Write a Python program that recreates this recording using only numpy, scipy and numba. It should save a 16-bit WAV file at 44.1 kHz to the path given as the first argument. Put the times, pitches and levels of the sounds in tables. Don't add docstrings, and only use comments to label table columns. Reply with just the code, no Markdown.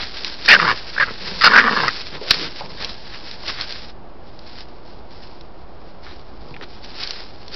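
import sys
import numpy as np
from scipy import signal
from scipy.fft import rfft, irfft, next_fast_len
from scipy.io import wavfile
from numba import njit

SR = 44100
rng = np.random.default_rng(int(sys.argv[2]) if len(sys.argv) > 2 else 0)


def inscribe(sig):
    pcm = np.round(np.clip(np.atleast_2d(sig).T, -1, 1) * 32767)
    wavfile.write(sys.argv[1], SR, pcm.astype(np.int16))


N = 332955
TIME = np.arange(N) / SR
BAND_HZ, TOP_HZ = 5880, 15700

# (frequency [Hz], relative level [dB])
HISS_SPECTRUM = [(15, -34.5), (25, -2), (53, -2), (114, -12), (231, -11.5), (291, -13.5), (334, -10),
                 (410, -12.5), (471, -13.5), (835, -13.5), (1820, -29), (2000, -30.5), (4770, -39),
                 (6000, -51), (7800, -79.5), (13200, -120)]
# (time [s], level [dB])
STIRRING = [(0, -37), (2.2, -42), (3.9, -45), (3.94, -68.5), (4.4, -56), (5.7, -61), (7.55, -49)]
# (start [s], length [s], level [dB])
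RUSTLES = [(0, 0.023, -28.5), (0.169, 0.19, -34), (0.451, .33, -30.5), (0.945, 0.31, -36.5),
           (1.222, 0.28, -29.5), (1.41, 0.51, -29), (1.918, 0.15, -34), (2.291, 0.13, -25.5),
           (2.559, 0.027, -35), (2.822, 0.076, -34), (3.142, 0.033, -39), (3.24, 0.067, -38.5),
           (3.464, 0.059, -29.5), (3.589, .13, -33), (3.77, 0.026, -39), (4.28, .03, -58),
           (4.469, 0.067, -45), (4.561, 0.048, -41.5), (4.875, 0.026, -47.5), (5.128, 0.25, -49.5),
           (5.85, 0.1, -59), (6.046, 0.14, -49.5), (6.46, 0.082, -51.5), (6.723, .03, -44.5),
           (6.841, 0.22, -42), (6.999, 0.058, -31.5), (7.118, 0.062, -37), (7.24, 0.028, -44),
           (7.54, .03, -32.5)]
# (centre time [s], Gaussian half width [s], level [dB])
TREADS = [(-0.017, 0.053, -28), (2.151, 0.02, -32.5), (2.465, 0.017, -30.5), (2.833, 0.032, -32.5),
          (3.144, 0.019, -35.5), (3.495, 0.01, -23), (3.6, 0.029, -29.5), (6.094, .03, -43),
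          (6.635, 0.0089, -33), (7.033, 0.027, -44)]
# (frequency [Hz], relative level [dB])
BRUSHED_SPECTRUM = [(200, -10), (400, -5), (700, -10.5), (1600, -3), (2300, -3.5), (3200, -3.5),
                    (4400, 1.5), (5200, 1), (6000, -14.5), (7000, -38.5)]
CRUSHED_SPECTRUM = [(150, -5.5), (400, -14.5), (900, -8.5), (1600, -2.5), (2800, -8), (4000, -5),
                    (6000, -17.5)]
# (time [s], relative peak level [dB])
SNAPS = [(0.2465, -10.5), (.4601, -13.5), (1.8816, -12.5), (2.015, -20), (2.8461, -12.5), (3.3125, -22),
         (3.4796, -20.5), (3.611, -12.5), (3.7235, -18.5), (4.3906, -33), (4.6065, -27.5), (5.4102, -33),
         (6.8458, -26.5), (7.035, -17), (7.074, -20.5), (7.1075, -14), (7.4806, -26)]
# (start [s], length [s], source level [dB], first pitch [Hz], last pitch [Hz], roughness [0-1])
SQUEALS = [(0.4803, .02, -8.5, 1756, 2850, 0.4), (0.499, 0.018, -6, 1621, 2367, 0.66),
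           (.514, 0.041, -5, 1927, 1587, 0.58), (0.563, 0.0041, -7.5, 1580, 1490, 0.1),
           (0.642, 0.015, -15.5, 1188, 1503, 0.43), (0.963, 0.0045, -20.5, 1450, 1480, 0.4),
           (.979, 0.0078, -15, 1470, 1770, 0.2), (0.998, .042, -13, 1794, 1582, 0.33),
           (1.438, 0.046, -5.5, 1469, 1360, 0.8), (1.533, 0.017, -9, 1446, 1540, 0.35),
           (1.555, .013, -2, 1745, 1524, 0.7), (1.575, .026, -3, 1532, 1580, 0.8),
           (1.682, .004, -9, 1100, 1240, .5)]
# (start [s], length [s], level [dB],
# first jaw factor on the formants [ratio], last jaw factor [ratio], hiss against the level [dB])
SNARLS = [(.483, .06, -10, 1.35, 1.7, -3), (.59, 0.078, -18, 1.12, 0.9, -10),
          (.678, 0.036, -15, .97, 1.02, -9.5), (.999, .035, -18.5, 0.89, 1.16, -10),
          (1.06, 0.037, -31, 1.12, 1.16, -15), (1.411, 0.039, -20, 1.14, 1.3, -2.5),
          (1.439, 0.029, -16, 1.05, 1.0, 5), (1.48, 0.048, -16.5, 1.03, 0.96, -20),
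          (1.535, .075, -13.5, 1.0, 1.15, -12.5), (1.62, 0.081, -20, 1.02, 1.04, -19.5),
          (1.71, .11, -20.5, 1.0, .95, -7), (1.835, 0.05, -20, 0.88, 1.12, -11)]
# (centre [Hz], bandwidth [Hz], gain [dB])
THROAT_FORMANTS = [(1161, 340, 1.5), (1455, 100, 1.5), (1687, 350, 1.5), (2120, 300, -7),
                   (2650, 600, -14.5)]
MOUTH_FORMANTS = [(2745, 450, -2), (3690, 400, -1.5), (4440, 630, 1), (4810, 410, -1)]
# (start [s], length [s], level [dB], first pitch [Hz], middle pitch [Hz], last pitch [Hz])
GROWLS = [(.497, .218, -27, 209.9, 181.8, 117.6), (1.0, .12, -37, 150.5, 124.9, 110.4),
          (1.22, .2, -37, 178.8, 192.3, 149), (1.46, .415, -27.5, 174.6, 238, 122),
          (2.13, .04, -35, 158.6, 158.2, 150.2), (2.37, .1, -38.5, 175, 164.3, 139.5),
          (2.64, .22, -40, 144.7, 151.2, 204.2), (6.42, .17, -46.5, 149.9, 165.7, 138)]
# (frequency [Hz], relative level [dB])
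CHEST_SPECTRUM = [(70, -29.5), (130, -6), (220, -3), (330, -4), (480, 1.5), (750, -12), (1000, -4),
                  (1800, -35)]
# (time [s], level [dB], centre [Hz], 60 dB decay time [s])
THUMPS = [(2.214, -32, 490, 0.39), (2.39, -32, 341, 0.47), (2.609, -27, 789, 0.12),
          (3.436, -30, 740, 0.049), (3.591, -39, 167, 0.14), (6.066, -34.5, 1560, 0.053),
          (6.511, -32, 138.3, 0.15), (6.541, -35.5, 2500, 0.048), (6.565, -32.5, 1980, 0.02),
          (6.612, -30.5, 1600, 0.028), (6.614, -31, 375, 0.083), (6.626, -36, 3730, 0.015)]
# (time [s], level [dB], 60 dB decay time [s])
CRACK_STAGES = [(2.298, -22, .06), (2.3063, -8, .012), (2.3080, 7, .024)]
# (frequency [Hz], relative level [dB])
STICK_SPECTRUM = [(100, -6), (500, -14), (850, -21.5), (1300, -5.5), (2500, -9.5), (4400, 0.5), (5400, -1),
                  (6300, -31.5), (8000, -59)]


def undb(db):
    return 10 ** (np.asarray(db) / 20)


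def unit(x):
    return x / (np.std(x) + 1e-12)


def noise():
    return rng.standard_normal(N)


def curve(rows):
    return np.interp(TIME, *np.transpose(rows))


def wander(hz):
    return unit(signal.sosfilt(signal.butter(2, hz, fs=SR, output="sos"), noise()))


def burst(start, t60):
    age = TIME - start
    return (age >= 0) * np.exp(-np.log(1000) * np.clip(age / t60, 0, 2))


def envelope(start, length, attack_s, release_s):
    early, late = np.maximum(start - TIME, 0), np.maximum(TIME - start - length, 0)
    return np.exp(-np.minimum(early / attack_s + late / release_s, 20))


def ring(x, hz, width):
    return signal.lfilter(*signal.iirpeak(hz, hz / width, fs=SR), x)


@njit
def sweep(x, hz, width):
    y, band_state, low_state = np.empty(len(x)), 0., 0.
    for i in range(len(x)):
        g, damping = np.tan(np.pi * hz[i] / SR), width / hz[i]
        band = (band_state + g * (x[i] - low_state)) / (1 + g * (g + damping))
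        band_state, low_state = 2 * band - band_state, low_state + 2 * g * band
        y[i] = damping * band
    return y


def colour(x, points):
    hz, db = np.transpose(points)
    size = next_fast_len(N + 8192)
    size += size % 2
    freq = np.maximum(np.fft.rfftfreq(size, 1 / SR), 1)
    cepstrum = irfft(np.log(undb(np.interp(np.log(freq), np.log(hz), db))))
    cepstrum[1:size // 2] *= 2
    cepstrum[size // 2 + 1:] = 0
    return unit(irfft(rfft(x, size) * np.exp(rfft(cepstrum)))[:N])


def hiss(level_db=-41.5):
    return undb(level_db) * colour(noise(), HISS_SPECTRUM)


def movement(sag_db_per_s=12.5):
    power = undb(curve(STIRRING)) ** 2
    for start, length, db in RUSTLES:
        sag_db = sag_db_per_s * np.clip(TIME - start, 0, length)
        power += (undb(db - sag_db) * envelope(start, length, attack_s=.022, release_s=.037)) ** 2
    return np.sqrt(power)


def crackle(grains_per_s=2500, scatter_db=3.5, smear=.76):
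    sizes = undb(scatter_db * np.minimum(rng.exponential(size=N), 5))
    fractures = (rng.random(N) < grains_per_s / SR) * sizes * rng.choice([-1, 1], N)
    return unit(fractures) + smear * noise()


def leaves(flicker_db=2.07):
    pace = movement() * undb(flicker_db * wander(16))
    weight = sum(undb(db) * np.exp(-((TIME - s) / half) ** 2 / 2) for s, half, db in TREADS)
    return pace * colour(crackle(), BRUSHED_SPECTRUM) + weight * colour(crackle(), CRUSHED_SPECTRUM)


def twigs(gain_db=3, centre_hz=4450, width_hz=2400, shiver_db=-13):
    lowpass = signal.butter(8, BAND_HZ, fs=SR, output="sos")
    out = np.zeros(N)
    for start, db in SNAPS:
        i = slice(int(start * SR), int(start * SR) + SR // 8)
        fade = (burst(start, t60=.012) + undb(shiver_db) * burst(start, t60=.05))[i]
        excitation = signal.sosfilt(lowpass, fade * rng.standard_normal(len(fade)))
        snap = ring(excitation, centre_hz, width_hz)
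        out[i] += undb(db + gain_db) * snap / abs(snap).max()
    return out


def folds(hz, jitter, scatter_db):
    turns = np.cumsum(hz * np.exp(jitter * wander(np.mean(hz) / 2))) / SR
    cycle = turns.astype(int)
    strength = undb(scatter_db * rng.uniform(-1, 1, N))[cycle]
    return np.diff(cycle, prepend=0) * strength, turns % 1, strength


def squeals(flutter_hz=400, waver=.11, overtone_db=-22, undertone_db=-9, edge_s=.001935):
    _, phase, strength = folds(np.full(N, flutter_hz), jitter=.3, scatter_db=14)
    flutter = strength * np.cos(2 * np.pi * phase)
    shake, drift = wander(150), wander(302)
    out = np.zeros(N)
    for start, length, db, first_hz, last_hz, rough in SQUEALS:
        i = np.flatnonzero(abs(TIME - start - length / 2) < length / 2 + edge_s / 2)
        age = TIME[i] - start
        hz = (first_hz + (last_hz - first_hz) * age / length) * (1 + waver * rough * drift[i])
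        angle = 2 * np.pi * np.cumsum(hz) / SR + .45 * rough * flutter[i]
        tone = np.sin(angle) + undb(overtone_db) * np.sin(2 * angle)
        tone += undb(undertone_db) * np.sin(angle / 3)
        torn = tone * (1 + rough * (.8 * flutter[i] + 1.2 * shake[i]))
        gate = np.sin(np.pi / 2 * np.clip(np.minimum(age, length - age) / edge_s + 1 / 2, 0, 1))
        out[i] += undb(db) * unit(torn) * gate
    return ring(out, hz=1750, width=1500)


def snarl(rattle_hz=115.4, puff_cycles=.4):
    pulses, phase, strength = folds(np.full(N, rattle_hz), jitter=.18, scatter_db=4)
    opening = strength * np.exp(-phase / puff_cycles)
    drive = unit(pulses) + unit(opening * noise())
    rush = (opening + .4) * noise()
    teeth = unit(sum(undb(db) * ring(ring(rush, hz, width), hz, width)
                     for hz, width, db in MOUTH_FORMANTS))
    jaw = curve(sorted(point for start, length, _, first, last, _ in SNARLS
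                       for point in [(start, first), (start + length, last)]))
    throat = unit(sum(undb(db) * sweep(sweep(drive, hz * jaw, float(width)), hz * jaw, float(width))
                      for hz, width, db in THROAT_FORMANTS))
    voiced, hissed = np.zeros(N), np.zeros(N)
    for start, length, db, _, _, hiss_db in SNARLS:
        push = undb(db) * envelope(start, length, attack_s=.0012, release_s=.012)
        voiced = np.maximum(voiced, push)
        hissed = np.maximum(hissed, undb(hiss_db) * push)
    return voiced * throat + hissed * teeth


def growl(puff_cycles=.17, hum_db=-5, attack_s=.008, release_s=.024):
    pitch, effort = np.full(N, float(GROWLS[0][3])), np.zeros(N)
    for start, length, db, first_hz, middle_hz, last_hz in GROWLS:
        i = TIME > start - 2 * attack_s
        along = np.clip((TIME[i] - start) / length, 0, 1)
        arch_hz = middle_hz - (first_hz + last_hz) / 2
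        pitch[i] = first_hz + (last_hz - first_hz) * along + arch_hz * np.sin(np.pi * along)
        effort += undb(db) * envelope(start, length, attack_s, release_s)
    pulses, phase, strength = folds(pitch, jitter=.08, scatter_db=10)
    breath = unit(np.exp(-phase / puff_cycles) * noise())
    hoarse = colour(unit(pulses) + breath, CHEST_SPECTRUM)
    hum = unit(strength * np.cos(2 * np.pi * phase))
    return effort * unit(hoarse + undb(hum_db) * hum)


def thumps(relative_width=.59):
    excitation, out = noise(), np.zeros(N)
    for start, db, hz, t60 in THUMPS:
        width = relative_width * hz
        out += undb(db) * burst(start, t60) * unit(ring(ring(excitation, hz, width), hz, width))
    return out


def stick():
    splinters = sum(undb(db) * burst(start, t60) for start, db, t60 in CRACK_STAGES)
    return splinters * colour(noise(), STICK_SPECTRUM)


def woods(x, t60=1.0, wet_db=-28, first_echo_s=.012):
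    tail = (noise() * burst(first_echo_s, t60))[:SR]
    return x + undb(wet_db) * signal.fftconvolve(x, tail / np.linalg.norm(tail))[:N]


def scene():
    quarrel = woods(squeals() + snarl() + growl() + twigs() + stick() + thumps())
    return (quarrel + leaves() + hiss())[None]


def record(dry, ceiling=.81, gain=1.068, offset=.028):
    saturated = dry / (1 + (dry / ceiling) ** 8) ** (1 / 8)
    lowpass = signal.firwin(161, BAND_HZ, fs=SR, window=("kaiser", 8))
    narrow = signal.fftconvolve(saturated, lowpass[None], "same")
    clipped = np.clip(gain * narrow + offset, -1, 1)
    return signal.sosfilt(signal.ellip(8, .2, 70, TOP_HZ, fs=SR, output="sos"), clipped)


dry = scene()
out = record(dry)
inscribe(out)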